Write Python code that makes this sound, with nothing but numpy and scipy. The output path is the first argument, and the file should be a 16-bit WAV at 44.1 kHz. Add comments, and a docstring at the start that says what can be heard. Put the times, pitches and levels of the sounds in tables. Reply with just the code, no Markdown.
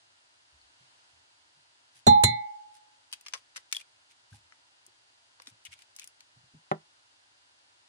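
"""Quiet kitchen, close stereo: an egg is knocked twice on the rim of a glass chopper bowl.
The bowl rings as decaying wall modes and thuds on the counter as low modes and rumble.
The shell snaps (spiked noise); dry glove rubs and wet squelches are dense clicks, some ringing hollow.
The egg flops onto chopped vegetables with low thumps and pops, and the empty shell crackles.
A dull modal knock sounds to the left; noise hiss, with one faint rustle, and a low room tone run on."""
import sys
import numpy as np
from scipy import signal
from scipy.fft import rfft, irfft, next_fast_len
from scipy.io import wavfile
from scipy.ndimage import uniform_filter1d

SR = 44100
rng = np.random.default_rng(int(sys.argv[2]) if len(sys.argv) > 2 else 0)


def store_pcm(level_fs):
    """Save levels as 16-bit WAV."""
    pcm = np.round(np.clip(level_fs, -1, 1) * 32767).astype(np.int16)
    wavfile.write(sys.argv[1], SR, np.atleast_2d(pcm).T)


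N = 347508


def from_db(db):
    """Decibels to amplitude gain."""
    return 10 ** (np.asarray(db) / 20)


def rms_one(x):
    """Scale to unit power."""
    return x / np.sqrt(np.mean(x ** 2) + 1e-20)


def seconds(length_s):
    """Time axis in seconds."""
    return np.arange(int(length_s * SR)) / SR


def decay(t, t60):
    """Exponential fall of 60 dB in t60, in the unit of t."""
    return np.exp(-np.log(1000) * t / t60)


def bell(t, centre_s, half_s):
    """Gaussian swell of height 1, down to 1/e at half_s from its centre."""
    return np.exp(-np.minimum(((t - centre_s) / half_s) ** 2, 50))


def panned(left_over_right_db):
    """Left and right gains for a level difference, at constant power."""
    return rms_one(from_db(np.array([[left_over_right_db], [-left_over_right_db]]) / 2))


def add(out, start_s, sound):
    """Mix a sound in at start_s."""
    i = int(round(start_s * SR))
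    out[:, i:i + sound.shape[-1]] += sound[..., :N - i]


def at_hz(points, hz):
    """Interpolate a table along log frequency."""
    point_hz, value = np.transpose(points)
    return np.interp(np.log(np.maximum(hz, 1)), np.log(point_hz), value)


def band(x, edges_hz, kind, order=2):
    """Butterworth filter."""
    edges_hz = np.clip(edges_hz, 10, .47 * SR)
    return signal.sosfilt(signal.butter(order, edges_hz, kind, fs=SR, output="sos"), x)


def coloured(x, spectrum):
    """Minimum-phase filter with the given spectrum: nothing sounds early."""
    n = 2 * next_fast_len(x.shape[-1] // 2 + 1024)
    gain = from_db(at_hz(spectrum, np.arange(n // 2 + 1) * SR / n))
    cepstrum = irfft(np.log(gain))
    # fold onto positive time
    cepstrum[1:n // 2] *= 2
    cepstrum[n // 2 + 1:] = 0
    return irfft(rfft(x, n) * np.exp(rfft(cepstrum)))[..., :x.shape[-1]]


# left-right likeness of nearby sounds: pitch_hz, correlation [-1..1]
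LIKENESS = [(100, 1), (400, 0.37), (900, 0.33), (1600, -0.73), (3500, -0.56), (8000, -0.53), (15000, 0.66)]


def stereo_noise(size):
    """White noise whose left-right correlation varies with frequency."""
    mid, side = rfft(rng.standard_normal((2, size)))
    alike = np.clip(at_hz(LIKENESS, np.arange(len(mid)) * SR / size), -1, 1)
    return irfft(np.sqrt(1 + alike) * mid + np.sqrt(1 - alike) * side * [[1], [-1]], size)


def burst(spectrum, t60_s, hold_s=0.0):
    """Contact: coloured noise that starts at unit power, holds and dies."""
    t = seconds(.6)
    noise = rms_one(coloured(stereo_noise(len(t)), spectrum))
    return noise * decay(np.maximum(t - hold_s, 0), t60_s)


# hiss colour, mid channel: pitch_hz, gain_db
HISS_MID = [(320, -36.5), (550, -6.5), (983, 0), (1110, -7.5), (1430, -3.5), (2450, -7.5), (2850, -3.5),
            (3610, -4), (4960, -2.5), (5460, -7.5), (6100, -7), (10200, -13), (11900, -36), (12900, -31),
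            (15000, -33.5)]
# hiss colour, side channel: pitch_hz, gain_db
HISS_SIDE = [(180, -46.5), (300, -14.5), (597, -9.5), (637, -5.5), (1190, -5.5), (1520, -1.5), (2440, -10),
             (2780, -0.5), (3170, -7.5), (4770, -5), (5440, -11.5), (9030, -16.5), (10800, -24),
             (11900, -41.5), (15000, -34.5)]
# low tone of the room: pitch_hz, gain_db
ROOM_TONE = [(15, -44.5), (25, -14.5), (43, -11.5), (114, 2.5), (189, -16), (233, -8), (277, -2.5),
             (377, -5), (413, -7.5), (600, -13.5), (780, -37), (1320, -120)]


def hiss(level_db=-69, mid_db=0.0, side_db=3.0, room_db=-15, top_hz=10600, top_leak_db=-15,
         rustle_s=.92, rustle_half_s=0.31, rustle_db=2.0):
    """Wide noise, steeply cut at the top, over a low tone; a faint rustle of handling swells once in it."""
    mid = rms_one(coloured(rng.standard_normal(N), HISS_MID))
    side = rms_one(coloured(rng.standard_normal(N), HISS_SIDE))
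    room = rms_one(coloured(rng.standard_normal(N), ROOM_TONE))
    noise = from_db(mid_db) * mid + from_db(side_db) * side * [[1], [-1]] + from_db(room_db) * room
    top_leak = from_db(top_leak_db) * band(noise, top_hz, "high", order=6)
    noise = band(noise, top_hz, "low", order=14) + top_leak
    # the rustle is made as a gain bump on the noise
    return noise * from_db(level_db + rustle_db * bell(np.arange(N) / SR, rustle_s, rustle_half_s))


# soft landings and nudges: start_s, level_db, pitch_hz
THUMPS = [(0.523, -62, 73), (0.609, -69, 63.6), (0.803, -60, 129), (1.127, -65.5, 84), (1.565, -68.5, 142),
          (1.954, -68, 129), (4.317, -45.5, 106), (4.33, -56, 220), (4.42, -69, 79.5), (4.877, -59, 350),
          (5.399, -58.5, 510), (5.474, -56, 280), (5.511, -59.5, 112), (5.68, -58.5, 91), (6.362, -51, 120),
          (6.434, -59, 126.5), (6.537, -42.5, 155.5)]


def thumps(rumble_db=-7, rise_cycles=1.2, decay_cycles=20, half_width_octaves=0.47):
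    """Soft weights push slowly, so only a low tone and rumble answer; low ones swell and die slower."""
    out, t = np.zeros((2, N)), seconds(.4)
    width = 2 ** half_width_octaves
    for start_s, level_db, hz in THUMPS:
        cycles = hz * t
        rumble = rms_one(band(stereo_noise(len(t)), [hz / width, hz * width], "band"))
        rise = np.minimum(cycles / rise_cycles, 1)
        push = rise * decay(np.maximum(cycles - rise_cycles, 0), decay_cycles)
        answer = (np.sin(2 * np.pi * cycles) + from_db(rumble_db) * rumble) / np.sqrt(2)
        add(out, start_s, from_db(level_db) * push * answer)
    return out


# air pockets popping in wet food and shell: start_s, level_db, pitch_hz
POPS = [(0.614, -46, 4360), (3.7265, -28, 3610), (3.7485, -23.5, 3340), (3.7565, -31, 3450),
        (3.7671, -18, 3280), (3.813, -44, 2400), (4.328, -48.5, 1574), (4.341, -55.5, 818),
        (5.653, -36, 2920), (5.728, -43, 2708), (6.017, -42.5, 2370)]


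def pops(glide=0.019, rise_s=0.00069, pan_db=5, left_lead_rad=0.83,
         pop_t60_cycles=33, after_t60_cycles=130, after_db=-13):
    """Air pockets open and ring for a set number of cycles, rising a little in pitch."""
    out, t = np.zeros((2, N)), seconds(.1)
    for start_s, level_db, hz in POPS:
        cycles = hz * t
        after_ring = decay(cycles, after_t60_cycles)
        pitch_hz = hz * (1 + glide * (1 - after_ring))
        phase = 2 * np.pi * np.cumsum(pitch_hz) / SR + np.array([[left_lead_rad], [0]])
        ring = decay(cycles, pop_t60_cycles) + from_db(after_db) * after_ring
        pop = np.sin(phase) * ring * (1 - np.exp(-t / rise_s))
        add(out, start_s, from_db(level_db) * pop * panned(pan_db))
    return out


# colour of the shell: pitch_hz, gain_db
SHELL = [(300, -12.5), (700, -9), (1000, 2), (1450, 4), (2050, 2), (3100, 1.5), (4300, 0.5), (5600, 1.5),
         (7000, -1), (9900, 2), (11300, -11), (15500, -17.5)]
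# crackling movements, dry glove rubs and wet squelches: centre_s, half_s, fizz_db, hollow_db
MOVEMENTS = [(1.974, .028, -61, -86), (2.756, 0.022, -59.5, -78), (3.568, 0.0079, -42, -72),
             (3.808, 0.014, -53.5, -55), (4.113, .014, -64.5, -65.5), (4.347, 0.035, -61.5, -81),
             (5.485, 0.021, -57, -79), (5.664, 0.01, -60, -47.5), (5.732, .015, -55, -52),
             (5.806, .028, -68, -66.5), (6.023, 0.016, -60, -55.5)]


def crackling_movements(clicks_per_s=2200, grain_db=3.0, low_hz=2250, high_hz=3700, cavity_q=18,
                        slope_db=-6, fizz_top_hz=12500, pan_db=1.0, count=8,
                        tear_db=-27, tear_delay_s=0.0071, tear_half_s=0.031):
    """Dry glove rubs and wet squelches, as dense tiny clicks with some hollow ringing."""
    t = np.arange(N) / SR
    click_gain = from_db(grain_db * np.minimum(rng.exponential(1, N), 3))
    clicks = (rng.random(N) < clicks_per_s / SR) * click_gain
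    grains = clicks * stereo_noise(N) + 1e-18
    fizz = rms_one(band(coloured(grains, SHELL), [1900, fizz_top_hz], "band"))
    # each click rings one of several small hollows
    dealt, hollow = rng.integers(0, count, N), 0
    for k, hz in enumerate(np.geomspace(low_hz, high_hz, count)):
        ring = signal.lfilter(*signal.iirpeak(hz, cavity_q, fs=SR), grains * (dealt == k) + 1e-18)
        hollow = hollow + from_db(slope_db * k / count) * ring
    gains = np.zeros((2, N))   # rows: fizz, hollow
    for centre_s, half_s, fizz_db, hollow_db in MOVEMENTS:
        gains += from_db([[fizz_db], [hollow_db]]) * bell(t, centre_s, half_s)
    # the membrane tears after every crack
    tear = bell(seconds(.5), tear_delay_s, tear_half_s)
    for start_s, level_db, *_ in CRACKS:
        add(gains[:1], start_s, from_db(level_db + tear_db) * tear)
    return (gains[0] * fizz + gains[1] * rms_one(hollow)) * panned(pan_db)


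# egg on the rim: start_s, crunch_db, contact_s, crunch_edge_hz, rumble_db
KNOCKS = [(2.0668, -16.5, 0.014, 1523, -23.5), (2.2363, -15, 0.0055, 11180, -27.5)]
# bowl rocking on the counter: pitch_hz, t60_s, first_knock_db, second_knock_db
BASE = [(94, .1, -15.5, -15.5), (119, 0.25, -22.5, -19), (150.8, .22, -28.5, -27),
        (211, 0.25, -21.5, -28.5), (237, 0.21, -20, -37.5), (316, .26, -39, -41.5),
        (383, 0.071, -19.5, -32), (446.3, 0.14, -29.5, -39), (582, 0.036, -19.5, -43),
        (752, .05, -16.5, -38.5)]
# shell giving way against the rim: pitch_hz, gain_db
CRUNCH = [(60, -28), (250, -0.5), (600, -3), (1000, 0.5), (1400, -3), (2000, 2.5), (2800, -6), (4000, 5.5),
          (5000, -10.5), (7000, -4.5), (9600, 2.5), (11000, -8.5), (15000, -20)]
# dense rumble of the counter under the bowl: pitch_hz, gain_db
RUMBLE = [(30, -26), (60, -14), (95, 2.5), (150, -2.5), (220, -4), (290, -17), (400, -19), (550, -25),
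          (1000, -30), (3000, -55)]


def rim_contacts(rock_s=0.0015, base_pan_db=0.0, crunch_pan_db=-2.5, crunch_t60_s=0.031,
                 tail_db=-15, tail_t60_s=.1, leak_db=-24, rumble_t60_s=.26):
    """The shell crunches at each knock while the heavy bowl starts to rock on its base."""
    out, t = np.zeros((2, N)), seconds(1)
    swing = 1 - np.exp(-t / rock_s)
    for k, (start_s, crunch_db, contact_s, edge_hz, rumble_db) in enumerate(KNOCKS):
        tail = from_db(tail_db) * band(burst(CRUNCH, tail_t60_s), 8000, "low")
        crunch = burst(CRUNCH, crunch_t60_s, contact_s) + tail
        crunch = band(crunch, edge_hz, "low") + from_db(leak_db) * crunch
        add(out, start_s, from_db(crunch_db) * crunch * panned(crunch_pan_db))
        rock = np.zeros(len(t))
        for i, (hz, t60_s, *levels_db) in enumerate(BASE):
            mode = np.sin(2 * np.pi * hz * t) * decay(t, t60_s)
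            rock += (-1) ** i * from_db(levels_db[k]) * mode   # alternating polarity
        add(out, start_s, band(rock * swing, 60, "high") * panned(base_pan_db))
        rumble = from_db(rumble_db) * burst(RUMBLE, rumble_t60_s)
        add(out, start_s, rumble * swing[:rumble.shape[1]])
    return out


# wall of the bowl: pitch_hz, t60_s, first_knock_db, second_knock_db (both before trims),
# left_over_right_db, left_lead_rad
GLASS = [(829.3, 0.9, -7, -22, -4, -2.8), (848.2, 1.0, -19, -27, 2, 1.4), (2028, 0.43, -36, -26, 5, -2.0),
         (2194, 0.47, -43, -31, -5, -0.1), (2906, 0.08, -41, -37, 1, 0.8),
         (3645, 0.28, -23, -25, -17, -1.7), (4093, 0.23, -16, -15, -18, -2.1),
         (5728, 0.13, -35, -41, -10, 0.2), (6185, 0.12, -35, -29, -11, -0.5),
         (6547, 0.06, -24, -27, -1, -1.8), (7092, 0.1, -32, -21, 3, 1.2), (7320, 0.12, -39, -36, 2, 0.8),
         (7581, 0.11, -30, -29, -5, -0.6), (7980, 0.07, -34, -23, 5, 1.2), (8424, 0.13, -36, -28, 4, -2.5),
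         (9249, 0.09, -32, -26, 1, 1.9), (9395, 0.1, -49, -27, 6, -1.6), (10279, 0.06, -42, -43, 3, 0.4),
         (11364, 0.06, -42, -33, -11, -2.4), (11938, 0.08, -50, -42, 3, -1.5),
         (12694, 0.05, -40, -42, 7, -0.8), (13023, 0.05, -42, -36, -2, 0.3),
         (13317, 0.05, -41, -30, 5, 2.7), (13968, 0.06, -43, -37, 2, 1.1), (14674, 0.06, -47, -39, -6, 0.2)]


def glass(ring_trim_db=0.0, treble_trim_db=0.74, build_cycles=5.6, damp_t60_s=.03):
    """Wall modes ring, close ones beating; the second knock stops the first ring and starts its own."""
    out, t = np.zeros((2, N)), seconds(2)
    first_s, second_s = KNOCKS[0][0], KNOCKS[1][0]
    stopped = decay(np.maximum(t - (second_s - first_s), 0), damp_t60_s)
    for hz, t60_s, first_db, second_db, pan_db, left_lead_rad in GLASS:
        gain = from_db(ring_trim_db + treble_trim_db * (hz > 1000))
        phase = 2 * np.pi * hz * t + np.array([[left_lead_rad], [0]])
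        swell = 1 - np.exp(-t * hz / build_cycles)   # the soft egg lets the low modes swell
        tone = gain * np.sin(phase) * panned(pan_db) * decay(t, t60_s) * swell
        add(out, first_s, from_db(first_db) * tone * stopped)
        add(out, second_s, from_db(second_db) * tone)
    return out


# cracks in the shell: start_s, level_db (2-6 kHz), brightness_db (treble up, bass down), run_s
CRACKS = [(3.1267, -35.5, 2.5, 0.014), (3.2105, -58.5, 12, .003), (3.2631, -41, -6, 0.0086),
          (3.2837, -41.5, -1.5, .003), (3.3363, -29.5, -8, 0.0071), (3.348, -41, -12.5, 0.012),
          (3.376, -53.5, -9, .003), (3.5604, -40.5, -11.5, 0.015), (3.5766, -42.5, -8, .003),
          (3.7258, -26, 4, 0.0045), (3.747, -45, 5, .003), (3.7566, -43.5, 5, 0.008),
          (3.766, -36.5, 3, .003), (4.5225, -60.5, -23.5, .003), (4.8645, -67, 22, .003),
          (5.3994, -50.5, -16, .003), (5.42, -51.5, 3, 0.004), (5.4709, -42.5, -4, 0.0053),
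          (5.6513, -50, 9.5, .01), (5.7905, -57, 3, .003), (5.8207, -53.5, 1, .003),
          (5.9636, -51.5, 14, .003), (5.987, -48.5, -1, .003), (5.9959, -43, 6.5, .003),
          (6.042, -50, 9, 0.0057), (6.0744, -53.5, 14, .003), (6.206, -50.5, -1.5, .003)]


def snaps(snap_db=0.0, spike_db=12, crack_t60_s=0.013, tail_db=-19, tail_t60_s=0.09, grain_db=1.5,
          count=5, gap_s=.0058, gap_jitter=.12, run_loss_db=12.5, bass_db=-15.5, treble_db=-7,
          pan_db=3, pan_spread_db=1, warning_s=.011, warning_db=-21, warning_max_db=-55):
    """A faint tick before the shell gives, then ever weaker snaps: sharp spikes with ragged rings."""
    out, t = np.zeros((2, N)), seconds(.15)
    edges_hz = [(400, 2100), (2000, 6000), (6000, 16000)]
    attack = (t >= warning_s) & (t < warning_s + .005)   # level reference
    piece_hz = np.geomspace(300, 16000, 60)
    ring = decay(t, crack_t60_s) + from_db(tail_db) * decay(t, tail_t60_s)
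    for start_s, level_db, bright_db, run_s in CRACKS:
        gaps_s = gap_s * np.exp(gap_jitter * rng.standard_normal(count))
        delays_s = np.r_[0, np.cumsum(gaps_s)]
        spikes = from_db(min(warning_db, warning_max_db - level_db)) * (t == 0)
        snap_at = np.searchsorted(t[:-1], warning_s + delays_s)
        spikes[snap_at] = from_db(-run_loss_db * (delays_s / run_s) ** 2)
        power = signal.fftconvolve(spikes ** 2, ring ** 2)[:len(t)]
        envelope = np.sqrt(np.abs(power))
        grain = rms_one(uniform_filter1d(rng.standard_normal(len(t)), size=16))
        ragged = from_db(grain_db * grain)
        fracture = stereo_noise(len(t)) * ragged * envelope + from_db(spike_db) * spikes
        # every piece of shell has resonances of its own
        colour_db = at_hz(SHELL, piece_hz) + rng.normal(0, 3.5, len(piece_hz))
        fracture = coloured(fracture, np.c_[piece_hz, colour_db])
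        place = panned(pan_db + pan_spread_db * rng.standard_normal())
        bands_db = (bass_db - bright_db, 0, treble_db + bright_db)
        for band_db, edge_hz in zip(bands_db, edges_hz):
            part = band(fracture, edge_hz, "band", order=3)
            part = part / np.std(part[:, attack])
            add(out, start_s - warning_s, from_db(level_db + band_db + snap_db) * part * place)
    return out


# dull knock on the counter: start_s, level_db
COUNTER_HITS = [(6.7149, -5), (6.72, -14.5)]
# counter modes: pitch_hz, level_db, t60_s
COUNTER = [(159, -26.5, 0.144), (206, -30, 0.125), (334, -47, 0.25), (383, -24.5, 0.092), (405, -33, 0.12),
           (529.4, -54, 0.073), (608, -22.5, 0.074), (732, -25.5, 0.075), (758, -21.5, 0.054),
           (790, -21, 0.072), (982, -25.5, 0.061), (1140, -30, 0.04), (1360, -24, 0.05), (1480, -31, .06),
           (1775, -27.5, 0.042), (1970, -21, 0.016), (2480, -65, 0.037)]
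# counter contact: pitch_hz, gain_db
CONTACT = [(150, -5), (400, 1.5), (800, -1), (1400, -3.5), (2300, -20), (3000, -13), (5000, -27),
           (10000, -33), (15000, -59)]


def counter_knock(lag_s=0.00039, soft_hz=2300, contact_db=-24, contact_t60_s=0.031,
                  tail_db=-31, tail_t60_s=0.1, lowest_hz=130):
    """A dull blow and its bounce on the left; the modes reach the right ear later."""
    out, t = np.zeros((2, N)), seconds(.4)
    arrival = np.maximum(t - np.array([[0], [lag_s]]), 0)
    body = np.zeros((2, len(t)))
    for hz, level_db, t60_s in COUNTER:
        body += from_db(level_db) * np.sin(2 * np.pi * hz * arrival) * decay(arrival, t60_s)
    for start_s, level_db in COUNTER_HITS:
        add(out, start_s, from_db(level_db) * band(body, soft_hz, "low"))
    # countless weaker modes blur into a tail that is darker than the contact
    tail = from_db(tail_db) * band(burst(CONTACT, tail_t60_s), soft_hz / 2, "low", order=1)
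    contact = from_db(contact_db) * burst(CONTACT, contact_t60_s)
    add(out, COUNTER_HITS[0][0], contact + tail)
    return band(out, lowest_hz, "high", order=4)


def kitchen(x, wet_db=-23, t60_s=0.17, dull_hz=5000):
    """Faint, short, diffuse reflections: convolution with decaying noise."""
    t = seconds(.5)
    response = band(rng.standard_normal((2, len(t))), [300, dull_hz], "band", order=1)
    response = response * decay(t, t60_s) * (t > .004)
    response = response / np.linalg.norm(response[0])
    return from_db(wet_db) * signal.fftconvolve(x, response, axes=1)[:, :N]


def scene():
    """The bowl rings right at the microphone; the handling also stirs the room."""
    handling = thumps() + pops() + crackling_movements() + rim_contacts() + snaps() + counter_knock()
    return hiss() + glass() + handling + kitchen(handling)


def record(dry, ceiling=4.5, cutoff_hz=15800):
    """Round the highest peaks and cut the top steeply."""
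    return band(ceiling * np.tanh(dry / ceiling), cutoff_hz, "low", order=20)


dry = scene()
out = record(dry)
store_pcm(out)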